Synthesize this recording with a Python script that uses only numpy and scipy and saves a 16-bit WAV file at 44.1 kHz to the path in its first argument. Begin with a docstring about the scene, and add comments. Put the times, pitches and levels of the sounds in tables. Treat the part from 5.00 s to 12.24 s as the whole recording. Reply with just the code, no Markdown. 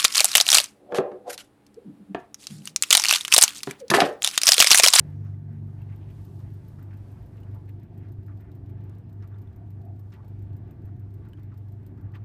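"""A phone is carried from behind a running tumble dryer round to its front, in a small room.
Throughout, summed tones hum, filtered noise gives drum rumble and fan, and noise bursts tick twice a roller turn.
First come rustles of banded noise and a swelling panel tone; then laundry drops as short bursts with struck
modes, while sine-ring buttons snap, fasteners rattle and a fine noise hiss swells until the phone settles.
Later, damped low sines thud from about three seconds, and a hollow note swells past the middle."""
import sys
import numpy as np
from scipy import signal
from scipy.fft import rfft, irfft
from scipy.io import wavfile
from scipy.ndimage import uniform_filter1d

SR = 44100
rng = np.random.default_rng(int(sys.argv[2]) if len(sys.argv) > 2 else 0)


def decibels_to_gain(level_db):
    """Convert a level in decibels to a linear amplitude gain (20 dB per decade)."""
    exponent = np.asarray(level_db, float) / 20
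    return 10 ** exponent


def materialize(psi):
    """Save the field psi as 16-bit PCM at rate SR to the path in sys.argv[1].

    A 1-D psi becomes a single channel; in a 2-D psi each row is a channel.
    """
    bounded = np.clip(np.atleast_2d(psi).T, -1, 1)
    quanta = np.round(bounded * 32767).astype(np.int16)
    wavfile.write(sys.argv[1], SR, quanta)


N = 319284
T = np.arange(N) / SR  # [s]


def curves(rows):
    """Interpolate every column after the time column to a value per sample."""
    s, *columns = np.transpose(rows)
    return [np.interp(T, s, c) for c in columns]


def unit(x):
    """Scale to rms 1."""
    return x / np.sqrt(np.mean(x ** 2))


def colour(x, points, modes=()):
    """Filter by (Hz, dB) points, add resonances (Hz, width in Hz, dB), and scale to rms 1."""
    hz = np.arange(len(x) // 2 + 1) * SR / len(x) + 1
    power = 0
    if points:
        point_hz, point_db = np.transpose(points)
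        power = decibels_to_gain(np.interp(np.log(hz), np.log(point_hz), point_db)) ** 2
    for f, w, db in modes:
        power = power + decibels_to_gain(db) ** 2 / (1 + (2 * (hz - f) / w) ** 2) ** 2
    return unit(irfft(rfft(x) * np.sqrt(power), len(x)))


def walk(rate):
    """Smooth random wander of rms 1, with a new random target rate times a second."""
    k = int(SR / rate)
    held = rng.standard_normal(N // 20)[np.arange(N) // k]
    return unit(uniform_filter1d(uniform_filter1d(held, k), k))


def bursts(times, peak_db, fade_s, rise_s):
    """Envelope of sudden rises and exponential fades."""
    env = np.zeros(N)
    for s, db, fade in zip(times, peak_db, fade_s):
        start = int(s * SR)
        t = T[start:int((s + 8 * fade) * SR)] - s
        env[start:start + len(t)] += decibels_to_gain(db) * np.exp(-t / fade) * np.clip(t / rise_s, 0, 1)
    return env


def ring(s, hz, db, cycles):
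    """A sine struck at s, whose exponential fade has a time constant of the given number of cycles."""
    out = bursts([s], [db], [cycles / hz], 0.00023)
    on = np.flatnonzero(out)
    out[on] *= np.sin(2 * np.pi * hz * (T[on] - s))
    return out


def motor():
    """Magnetic pull and shaft unbalance; the fourth shaft multiple beats slowly against the mains hum."""
    # hum as the phone moves: (time [s], twice-mains hum level [dB], sixth shaft multiple level [dB])
    hum_levels = [(0, -44, -39), (.3, -35, -41), (.65, -38, -42), (1.1, -41.5, -47), (1.8, -42, -51),
                  (2.3, -42, -59), (3, -41, -62), (7.24, -41, -61)]
    # a rear panel rings as the phone passes it: (time [s], level [dB])
    panel_levels = [(0, -60), (.27, -52), (.33, -63), (.45, -53), (.56, -48), (.72, -52), (.85, -64),
                    (1.6, -66), (7.24, -71)]
    # steady motor tones: (times the hum frequency, times the shaft frequency, level [dB])
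    steady_tones = [(0, 4, -48.5), (1, 1, -52.5), (0, 5, -59), (1, -1, -62), (1, -2, -60), (0, 7, -63),
                    (0, 8, -64.5), (0, 12, -68)]
    # rotor slot whine: (frequency [Hz], level [dB])
    slot_whine = [(882.9, -79)]
    hum_hz, shaft_hz = 99.95, 24.555  # the hum is at twice the mains
    in_step_s = 3.15  # hum and shaft phases are both zero here
    panel_hz, panel_wander_rad = 224, .88

    hum_phase = 2 * np.pi * hum_hz * (T - in_step_s)
    shaft_phase = 2 * np.pi * shaft_hz * (T - in_step_s)
    hum_db, sixth_db = curves(hum_levels)
    panel_db, = curves(panel_levels)
    out = decibels_to_gain(hum_db) * np.cos(hum_phase)
    out += decibels_to_gain(sixth_db + 0.77 * walk(12.0)) * np.cos(6 * shaft_phase)
    out += decibels_to_gain(panel_db) * np.cos(2 * np.pi * panel_hz * T + panel_wander_rad * walk(2.1))
    for m, k, db in steady_tones:
        level = decibels_to_gain(db + 1.2 * walk(2.04))
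        out += level * np.cos(m * hum_phase + k * shaft_phase + .25 * walk(1.6))
    for hz, db in slot_whine:
        out += decibels_to_gain(db + 0.54 * walk(9.9)) * np.cos(2 * np.pi * hz * T + 0.16 * walk(4.7))
    return np.sqrt(2) * out  # makes the tone levels rms levels


def rumble():
    """The drum rolls on its bearings and shakes floor and cabinet panels; its air space sounds a hollow note."""
    # low shake of floor and panels: (frequency [Hz], relative level [dB])
    shake_colour = [(20, -23.5), (35, -11.5), (47, -8), (58, 0), (75, -0.5), (110, 2), (200, -32.5),
                    (1000, -91)]
    # drum roll as the phone comes round to the door: (time [s], level [dB])
    roll_levels = [(0, -46), (1.8, -46.5), (3.5, -44.5), (7.24, -45.5)]
    # broad colour of the roll: (frequency [Hz], relative level [dB])
    roll_colour = [(50, -37.5), (90, -3.5), (130, -0.5), (200, -5), (390, -8), (480, -35.5), (800, -59.5),
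                   (2000, -94.5)]
    # cabinet resonances: (frequency [Hz], width [Hz], relative level [dB])
    cabinet_modes = [(100, 26, 8.5), (124, 14, 4), (151.6, 8.1, -2), (174.7, 10, -0.5), (295.2, 14, -9)]
    # swells of the hollow note: (time [s], peak level [dB], width [s])
    hollow_swells = [(4.62, -69, 0.046), (4.87, -58, 0.065)]
    shake_db, hollow_db = -50.5, -72

    shake = decibels_to_gain(shake_db + 2.1 * walk(12)) * colour(rng.standard_normal(N), shake_colour)
    roll_db = curves(roll_levels)[0] + 1.0 * walk(30) + 0.87 * walk(6)
    roll = decibels_to_gain(roll_db) * colour(rng.standard_normal(N), roll_colour, cabinet_modes)
    swell = decibels_to_gain(hollow_db + 2.2 * walk(9))
    for s, db, w in hollow_swells:
        swell = swell + decibels_to_gain(db) * np.exp(-((T - s) / w) ** 2)
    hollow = swell * colour(rng.standard_normal(N), (), [(694, 78, 2.5), (744, 130, -6.5)])
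    return shake + roll + hollow


def ticks():
    """A strong and a soft tick every roller turn: grainy metal chatter with a short tail and a dull knock."""
    # strong tick as the phone comes round: (time [s], level [dB])
    tick_levels = [(0, -66), (.45, -77), (1, -66.5), (1.8, -62), (2.2, -65), (7.24, -65)]
    # bright metal colour: (frequency [Hz], relative level [dB])
    metal_colour = [(1500, -44), (3000, -23.5), (6000, -11), (8500, -4.5), (10500, -20.5), (12500, 5),
                    (14500, 6.5), (16000, -8)]
    turn_s, first_tick_s, soft_lead_s = .1439, .0985, .0345
    drift_s, drift_cycle_s, latest_s = .0027, 2.49, 2.19  # ticks drift late and early in a slow cycle
    soft_db, tail_db, knock_below_db = -10.5, -22.5, -9.5
    scatter_db, jitter_s = -2, 0.00072

    s = np.arange(first_tick_s, T[-1], turn_s)
    s = s + drift_s * np.cos(2 * np.pi * (s - latest_s) / drift_cycle_s)
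    db = np.interp(s, *np.transpose(tick_levels))
    knock_db = np.r_[db, db] + knock_below_db  # equally heavy under strong and soft ticks
    s, db = np.r_[s, s - soft_lead_s], np.r_[db, db + soft_db]
    late, strong = rng.standard_normal((len(s), 2)).T
    s = s + jitter_s * late
    db = db + scatter_db * strong
    env = bursts(s, db, 0 * s + 0.006, 0.0012)
    env += bursts(s, db + tail_db, 0 * s + 0.05, 0.0079)
    chatter = rng.standard_normal(N) * decibels_to_gain(0.8 * walk(1000))
    knock = bursts(s, knock_db + scatter_db * strong, 0 * s + 0.007, .001)
    return env * colour(chatter, metal_colour) + knock * colour(chatter, (), [(3500, 4600, 0)])


def thuds():
    """The load thuds low in the drum: a couple of cycles of the cabinet's lowest panel."""
    # (time [s], level [dB])
    load_thuds = [(3.185, -30), (3.64, -34), (5.517, -33), (5.846, -32)]
    return sum(ring(s, 94.0, db, 1.3) for s, db in load_thuds)


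def drops():
    """Cloth tumbles onto the drum wall in quick rough contacts, with a bright slap and unevenly struck modes."""
    # (time [s], body level before contact offsets [dB], slap level [dB], spread [s], body centre [Hz])
    laundry_drops = [(0.6744, -66, -85, .02, 1100), (0.78, -68, -90, .05, 2400),
                     (0.888, -61, -82, .055, 2000), (1.01, -68, -88, .05, 2600),
                     (1.085, -66, -82, .035, 2300), (1.389, -65, -70, .04, 1200),
                     (1.785, -61, -84, .045, 1400), (1.905, -60, -86, .035, 1850),
                     (2.37, -65, -85, .02, 2200), (2.4307, -65, -73, .02, 900), (2.544, -57, -86, .03, 800),
                     (2.6764, -64, -77, .02, 1900), (2.692, -65, -82, .015, 1900),
                     (2.815, -66, -90, .03, 2000), (3.03, -61, -82, .025, 1700),
                     (3.28, -59, -84, .04, 1450), (3.3972, -64, -85, .03, 1700),
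                     (3.44, -64, -90, .035, 1700), (3.483, -65, -90, .02, 1500),
                     (3.692, -64, -88, .012, 2300), (3.8, -67, -82, .02, 2200), (4.2, -65, -84, .02, 1450),
                     (4.222, -56, -74, .03, 1600), (4.3126, -62, -90, .02, 1300),
                     (4.34, -61, -84, .025, 1200), (5.1192, -56, -68, .03, 1500),
                     (5.123, -61, -80, .03, 2900), (5.165, -58, -95, .04, 880), (5.22, -68, -84, .03, 1100),
                     (5.8705, -63, -83, .02, 1300), (6.247, -63, -82, .03, 1500),
                     (6.3699, -64, -78, .03, 1500), (6.515, -61, -84, .03, 1250),
                     (6.9734, -63, -76, .03, 1300), (7.1365, -53, -78, .025, 1700),
                     (7.142, -58, -86, .04, 1000), (7.144, -62, -90, .025, 3000)]
    # drum wall modes: (frequency [Hz], relative level [dB])
    wall_modes = [(870, 6.5), (1000, -3.5), (1170, 4.5), (1390, 1), (1560, -8.5), (1720, -3.5), (1950, -1),
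                  (2400, -9.5), (3250, -8.5)]
    rise_s, contact_db, ring_db = .0035, -0.5, -2
    tumble_spread, tumble_octaves = .9, .8  # reach of the contacts in time (in spreads) and pitch
    body_width = 0.57  # over its centre frequency
    off_centre_db = -6.5  # loss of a wall mode an octave from the body centre

    s, db, slap_db, spreads, centre = np.transpose(laundry_drops)
    grain = rng.standard_normal(N) * decibels_to_gain(2.0 * walk(250))
    chance = rng.random((len(s), len(wall_modes), 2))
    contacts = rng.random((len(s), 4, 3))
    out = colour(grain, (), [(4500, 6000, 0)]) * bursts(s, slap_db, 0.6 * spreads, rise_s)
    for when, peak_db, spread, mid, row, touches in zip(s, db, spreads, centre, chance, contacts):
        start = int(when * SR)
        near = slice(min(start, N - 8192), min(start + 8192, N))
        touches = np.r_[[(0, 0, .5)], touches]  # the first contact is on time, full and centred
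        for k, (late, weak, pitch) in enumerate(touches):
            hz = mid * 2 ** (tumble_octaves * (pitch - .5))
            after = (k + late) / len(touches) * tumble_spread  # in spreads
            touch_db = peak_db + contact_db - 7.0 * weak - 5.0 * after - 2.5 * (k > 0)
            env = bursts([when + after * spread], [touch_db], [spread / 3], rise_s)
            out[near] += colour(grain[near], (), [(hz, body_width * hz, 0)]) * env[near]
        for (hz, mode_db), (late, weak) in zip(wall_modes, row):
            off_db = off_centre_db * np.log2(hz / mid) ** 2
            struck_db = peak_db + ring_db + mode_db + off_db - 10.0 * weak
            out += ring(when + spread * late, hz, struck_db, 16.0)
    return out


def snaps():
    """Buttons snap on metal: dry broad clicks a millisecond or two long, each with a short ping."""
    # (time [s], click level [dB], ring frequency [Hz], ring level [dB])
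    button_snaps = [(.34, -92, 2000, -62), (0.8187, -89, 2690, -57.5), (2.4326, -65, 2900, -58),
                    (3.896, -59.5, 5430, -75), (4.2247, -70, 5370, -59), (4.226, -84, 4100, -65),
                    (4.344, -81, 3550, -64.5), (4.474, -72, 3500, -63), (5.1207, -73, 5300, -65),
                    (6.3333, -63, 3000, -51), (6.333, -80, 1610, -59), (6.373, -74, 3200, -63)]
    s, db = np.transpose(button_snaps)[:2]
    clicks = colour(rng.standard_normal(N), (), [(7300, 33000, 0)]) * bursts(s, db, 0 * s + 0.0022, 0.00024)
    return clicks + sum(ring(when, hz, ring_db, 11) for when, _, hz, ring_db in button_snaps)


def rattles(level_db, count):
    """Many tiny fasteners and seams touch the drum, each ringing a moment at its own pitch."""
    when, pitch, size, cycles = rng.random((count, 4)).T
    hz = 800. * 7. ** pitch ** 1.3
    # a few large, many small; duller ones stronger
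    gain = decibels_to_gain(-2.8 * np.log(size + 0.014) - 4.5 * np.log2(hz / 2000))
    fades = (2. + 24. * cycles) / hz  # [s]
    out, t = np.zeros(N + 4096), T[:4096]
    for i, f, g, fade in zip((when * N).astype(int), hz, gain, fades):
        env = np.exp(-t / fade) * np.clip(4 * t / fade, 0, 1)
        out[i:i + 4096] += g * np.sin(2 * np.pi * f * t) * env
    clumped = out[:N] * decibels_to_gain(2.2 * walk(14))  # they come in clumps
    return decibels_to_gain(level_db) * unit(clumped)


def rustles():
    """Airy rustles as the phone is lifted: soft grainy swells of noise, each in its own band."""
    # (time [s], peak level [dB], width [s], centre [Hz], bandwidth [Hz])
    lift_rustles = [(.03, -69, 0.093, 1700, 1300), (.13, -75, 0.028, 1780, 1200),
                    (.24, -83.5, 0.1, 5750, 2000), (.26, -68, 0.034, 1370, 1190)]
    grain = rng.standard_normal(N) * decibels_to_gain(1.4 * walk(60))
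    out = np.zeros(N)
    for s, db, w, hz, wide_hz in lift_rustles:
        swell = decibels_to_gain(db) * np.exp(-((T - s) / w) ** 2)
        out += swell * colour(grain, (), [(hz, wide_hz, 0)])
    return out


def air(level_db):
    """Fan noise through the duct, plus the patter of cloth, which flickers band by band."""
    # broad colour of the fan: (frequency [Hz], relative level [dB])
    fan_colour = [(260, -25.5), (450, 5), (547, -1.5), (679, 0.5), (774, -15.5), (862, -2.5), (1040, -12),
                  (1160, -8.5), (1300, -13), (1560, -9.5), (6000, -35.5), (7800, -60.5), (13200, -120)]
    # duct resonances: (frequency [Hz], width [Hz], relative level [dB])
    duct_modes = [(804, 150, -4), (1154, 36, -5.5)]
    shared, out = walk(12.0), 0
    for hz in 450 * 2 ** np.arange(0, 4, .5):
        band = colour(rng.standard_normal(N), (), [(hz, hz / 1.53, 0)])
        depth = min(hz / 720.0, 1)  # cloth is heard more in the upper bands
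        flicker_db = depth * (1.5 * shared + 2.2 * walk(22)) + 1.2 * walk(6)
        out = out + np.sqrt(hz) * band * decibels_to_gain(flicker_db)
    return decibels_to_gain(level_db) * colour(out, [(250, -33.5)] + fan_colour, duct_modes)


def hiss(level_db):
    """A fine hiss: noise up to the top of the band, at a gently wandering level."""
    # (frequency [Hz], relative level [dB])
    hiss_colour = [(1760, -9.5), (3000, -2.5), (5100, -3.5), (7340, -6.5), (8360, -5.5), (10100, -6),
                   (13800, -8.5), (15500, -11)]
    return decibels_to_gain(level_db + 1.5 * walk(12)) * colour(rng.standard_normal(N), hiss_colour)


def scene():
    """Sum all sources into one channel, with the upper layers following the phone's move."""
    # (time [s], fan level [dB], hiss level [dB], small rattles level [dB])
    upper_levels = [(0, -63.5, -73.5, -87), (.2, -62.5, -80, -80), (.5, -64, -83.5, -79.5),
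                    (.8, -66, -79, -71), (1.05, -61.5, -77.5, -74), (1.27, -66.5, -74.5, -69),
                    (1.4, -62.5, -74.5, -71.5), (1.6, -65, -75.5, -71), (2.35, -64, -77, -71.5),
                    (2.9, -64, -84.5, -76), (7.24, -65.5, -86, -76)]
    air_db, hiss_db, rattle_db = curves(upper_levels)
    machine = motor() + rumble() + air(air_db) + ticks()
    laundry = thuds() + drops() + snaps() + rattles(rattle_db, count=6000)
    return (machine + laundry + rustles() + hiss(hiss_db))[None]


def roll_off(x):
    """The treble ends steeply here."""
    return signal.sosfilt(signal.butter(12, 15680, fs=SR, output="sos"), x)


def record(dry):
    """A short fade-in starts the sound without a click, and a steep low-pass cuts the top."""
    faded_in = dry * np.sin(np.pi / 2 * np.minimum(T / .006, 1)) ** 2
    low_pass = signal.ellip(8, .2, 60, 15400, fs=SR, output="sos")  # ripple and stopband in dB, edge in Hz
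    mix = signal.sosfilt(low_pass, faded_in)
    return roll_off(mix)


dry = scene()
out = record(dry)
materialize(out)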